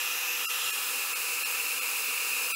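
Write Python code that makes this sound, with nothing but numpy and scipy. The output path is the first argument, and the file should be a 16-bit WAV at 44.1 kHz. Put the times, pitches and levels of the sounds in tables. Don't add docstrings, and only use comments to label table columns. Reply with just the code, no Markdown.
import sys
import numpy as np
from scipy import signal
from scipy.fft import rfft, irfft
from scipy.io import wavfile
from scipy.ndimage import uniform_filter1d

SR = 44100
rng = np.random.default_rng(int(sys.argv[2]) if len(sys.argv) > 2 else 0)


def to_wav(sig):
    pcm = np.clip(np.atleast_2d(sig), -1, 1) * 32767
    pcm = np.round(pcm).astype(np.int16)
    wavfile.write(sys.argv[1], SR, pcm.T)


def ratio(d):
    e = np.asarray(d, float) / 20
    return 10 ** e


N = 112454
TIME = np.arange(N) / SR


def rms_one(x):
    return x / np.sqrt(np.mean(x ** 2) + 1e-20)


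def drift(rate):
    pole = np.exp(-80 * np.pi * rate / SR)
    slow = signal.lfilter([1], [1, -2 * pole, pole ** 2], rng.standard_normal(N // 40 + 2002))[2000:]
    return np.interp(np.arange(N) / 40, np.arange(len(slow)), rms_one(slow - slow.mean()))


def resonance(x, hz, width):
    pole = np.exp(-np.pi * width / SR)
    return signal.lfilter([1 - pole, 0, pole - 1], [1, -2 * pole * np.cos(2 * np.pi * hz / SR), pole ** 2], x)


# time in seconds, pose (0 held away, 1 swinging in, 2 aimed at the paper),
# change of the barrel mouth's ring in dB.
SWING = [
    (0, 0.53, -0.1),
    (.3, 0.01, 0),
    (.45, 0.42, -0.7),
    (.62, 0.81, 2),
    (.76, 1.51, -1),
    (.87, 1.7, -4.5),
    (1.0, 1.82, 0),
    (1.12, 1.77, -1.5),
    (1.3, 1.91, -0.3),
    (2.55, 1.95, 2),
]


def pose(column=1):
    swing = np.array(SWING)
    return np.interp(TIME, swing[:, 0], swing[:, column])


FLUTTER_EDGES = [0, 700, 1500, 2200, 3200, 4600, 6500, 9000, 12000, 22050]


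def turbulence():
    flutter_db, flutter_per_s = 0.5, 22
    gust_db, gust_per_s = 0.08, 0.69
    hz = np.maximum(np.fft.rfftfreq(N, 1 / SR), 1)
    white = rfft(rng.standard_normal(N))
    air_flow = np.zeros(N)
    for low, high in zip(FLUTTER_EDGES, FLUTTER_EDGES[1:]):
        band = irfft(white * (hz >= low) * (hz < high), N)
        air_flow += ratio(flutter_db * drift(flutter_per_s)) * band
    return rfft(air_flow * ratio(gust_db * drift(gust_per_s)))


def room():
    echo_db, fade_60db_s, gap_s = -10.5, 0.2, 0.0037
    t = np.arange(SR // 2) / SR
    tail = rng.standard_normal(len(t)) * ratio(-60 * t / fade_60db_s) * (t > gap_s)
    return 1 + ratio(echo_db) * rfft(tail / np.sqrt(np.sum(tail ** 2)), N)


# frequency in Hz, level in dB.
AIR_COLOUR = [(30, -55), (90, -47), (150, -33.5), (210, -16.5), (420, -3.5), (1000, 1.5), (4000, 1.54),
              (15000, -0.44)]
# frequency in Hz, width in Hz,
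# then the boost in dB when held away, swinging in, and aimed.
BARREL_RINGS = [(275, 40, 2, -9.5, 2.5), (521, 108, -4.5, 3, 7.5), (623, 137, -6.5, -15, -9.5),
                (864, 34, 0, -2.5, -12), (730, 57, 0.5, 4, -4.5), (1288.5, 157, 4.5, 11.5, 5.5),
                (1737, 96, 5.5, 5.5, -3), (1978, 115, 1, 2.5, -7.5), (2295, 250, 3.5, -4.5, 6.5),
                (2512, 231, 10.5, 5.5, 8.5), (2742.5, 241, 12, 12.5, 11.5), (3190, 410, 0.5, 8.5, -0.2),
                (4040, 800, -1.5, 4, -0.5), (4200, 120, -2.5, -3, 2), (4540, 350, -4, -6.5, 0),
                (5390, 210, 1, 5, 2)]
# frequency in Hz, width in Hz,
# then the boost in dB when held away, swinging in, and aimed.
TABLE_AND_HAND = [(3305, 170, -6, 1.5, -11), (6000, 380, 4.5, 1.5, -1.1), (3625, 110, 1, 0, -6.5),
                  (5570, 120, -2, -1, -10), (6950, 160, -1, 5, 0.5), (7940, 710, -2, -1, 2.5),
                  (8900, 370, -10, 1.5, -7), (9660, 1330, -5, 2.5, 2.5), (9700, 230, -6, -3, 0.5),
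                  (10480, 330, -4, -4.5, 3.5), (11100, 1900, 3.5, 3, 0.9), (11500, 560, 2, -0.5, 0.5),
                  (7440, 510, -2.5, 3.5, 0.5), (13370, 640, -0.5, 3, 3.5), (14400, 1100, 1, -2.5, 3),
                  (15800, 540, -1, 1, 3)]


def air():
    level_db, mouth_hz, mouth_width_hz = -33, 2640, 300
    hz = np.maximum(np.fft.rfftfreq(N, 1 / SR), 1)
    broad = np.interp(np.log(hz), np.log(np.array(AIR_COLOUR)[:, 0]), np.array(AIR_COLOUR)[:, 1])
    hiss = turbulence()
    blend = np.zeros(N)
    for k in range(3):
        colour_db = broad.copy()
        for table in (BARREL_RINGS, TABLE_AND_HAND):
            for centre, width, *boosts in table:
                colour_db += boosts[k] * np.exp(-(2 * (hz - centre) / width) ** 2 / 2)
        share = np.clip(1 - abs(np.clip(pose(), 0, 2) - k), 0, 1)
        blend += share * irfft(hiss * ratio(colour_db) * room(), N)
    mouth = (ratio(pose(column=2)) - 1) * resonance(blend, mouth_hz, mouth_width_hz)
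    return ratio(level_db) * (blend + mouth)


# time in seconds, slot rate in Hz.
MOTOR_SPEED = [
    (0, 496.5),
    (.25, 496.6),
    (.5, 497.3),
    (.8, 497.1),
    (1.1, 496.6),
    (1.45, 496.7),
    (1.75, 496.1),
    (2.0, 495.5),
    (2.55, 495.8),
]
# multiple of the slot rate,
# then the level in dB when held away, swinging in, and aimed.
MOTOR_TONES = [(1, -56, -56, -66), (2, -63, -62, -60), (4, -58, -62, -65), (5, -45, -44, -46),
               (7, -55, -54, -61), (10, -54, -53, -54), (11, -53, -55, -66), (13, -60, -63, -68),
               (14, -58, -60, -57), (15, -55, -48, -59), (8, -57, -56, -66)]


def motor():
    hz = np.interp(TIME, *np.transpose(MOTOR_SPEED)) * (1 + 0.0003 * drift(4.2))
    phase = 2 * np.pi * np.cumsum(hz) / SR
    whine = np.zeros(N)
    for multiple, *pose_db in MOTOR_TONES:
        level = ratio(np.interp(pose(), [0, 1, 2], pose_db) + 1.2 * drift(6.8))
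        whine += np.sqrt(2) * level * np.sin(int(multiple) * phase + rng.uniform(0, 2 * np.pi))
    return whine


def fan():
    phase = 2 * np.pi * np.cumsum(1712 * (1 + 0.001 * drift(2.6))) / SR
    level_db = np.interp(pose(), [0, 1.75, 2], (-58, -55, -61))
    return np.sqrt(2) * ratio(level_db + 1.2 * drift(5)) * np.sin(phase)


# frequency in Hz, width in Hz, level in dB.
GRILLE_WHISTLES = [(274, 16, -70), (829, 15, -67), (1713, 30, -61), (3205, 40, -61), (4147, 60, -60),
                   (14007, 40, -61)]


def whistles():
    total = np.zeros(N)
    for hz, width, db in GRILLE_WHISTLES:
        once = resonance(rng.standard_normal(N), hz, width)
        total += ratio(db) * rms_one(resonance(once, hz, width))
    return total


# start in seconds, level in dB.
TABLE_THUMPS = [
    (.49, -78),
    (.58, -78),
    (.68, -89),
    (1.02, -79),
    (1.27, -83),
    (1.65, -83),
    (1.85, -82),
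]


def thumps():
    hz, width_hz, fade_60db_s, rise_s = 102, 39, 0.9, 0.0091
    swell = np.zeros(N)
    for start, db in TABLE_THUMPS:
        since = TIME - start
        swell += ratio(db - 60 * np.maximum(since, 0) / fade_60db_s) * np.clip(since / rise_s, 0, 1)
    rumble = resonance(rng.standard_normal(N), hz, width_hz)
    return rms_one(resonance(rumble, hz, width_hz)) * swell


def scene():
    return np.tile(air() + motor() + fan() + whistles() + thumps(), (2, 1))


def lapped(half):
    n = np.arange(2 * half) + 0.5
    k = np.arange(half)[:, None] + 0.5
    fade = np.sin(np.pi * n / (2 * half))
    return np.sqrt(2 / half) * fade * np.cos(np.pi / half * (n + half / 2) * k)


STARVED_TIMES = [
    .4633,
    .4846,
    .7193,
    1.146,
    1.4446,
    1.8073,
    2.5326,
    2.554,
]


def starve(x):
    slice_s = 1024 / 48000
    step_db, step_follows, leftover_db = 13.5, 0.75, -32
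    half = int(slice_s * SR)
    basis = lapped(half)
    padded = np.pad(x, 2 * half, "reflect")
    out = padded.copy()
    first = STARVED_TIMES[0]
    for s in STARVED_TIMES:
        i = round(s / slice_s - first / slice_s) * half + int(first * SR) + half
        tones = basis @ padded[i:i + 2 * half]
        local = np.sqrt(uniform_filter1d(tones ** 2, size=48))
        step = ratio(step_db) * local ** step_follows * np.median(local) ** (1 - step_follows)
        step[slice(*(np.array((330, 950)) * 2 * half // SR))] *= 10
        step[slice(*(np.array((140, 310)) * 2 * half // SR))] /= 10
        lost = tones - step * np.round(tones / step)
        out[i:i + 2 * half] -= lost * (1 - ratio(leftover_db)) @ basis
    return out[2 * half:2 * half + N]


# time in seconds, lowest Hz, highest Hz, level in dB.
SPLIT_BANDS = [
    (.628, 4260, 5140, -50),
    (.8835, 9000, 10440, -49),
    (.9996, 4200, 5160, -54),
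    (1.882, 11700, 13900, -47),
    (1.882, 14400, 15800, -48),
    (1.905, 9700, 11200, -47),
    (2.439, 4570, 6370, -49),
    (2.439, 6900, 9800, -46),
]


def split_noise():
    side = np.zeros(N)
    hz = np.arange(1024) * SR / 2048
    basis = lapped(1024)
    for s, low_hz, high_hz, db in SPLIT_BANDS:
        i = round(s * SR / 1024) * 1024 + 52 - 1024
        band = rng.standard_normal(1024) * (hz > low_hz) * (hz < high_hz)
        side[i:i + 2048] += ratio(db) * rms_one(band @ basis)
    return side


def roll_off(x):
    return signal.sosfilt(signal.butter(12, 16920, fs=SR, output="sos"), x)


def record(dry):
    top_cut = signal.ellip(14, 0.3, 75, 15730, fs=SR, output="sos")
    mono = signal.sosfilt(top_cut, starve(dry[0]))
    mix = mono + split_noise() * [[1], [-1]]
    return roll_off(mix)


dry = scene()
out = record(dry)
to_wav(out)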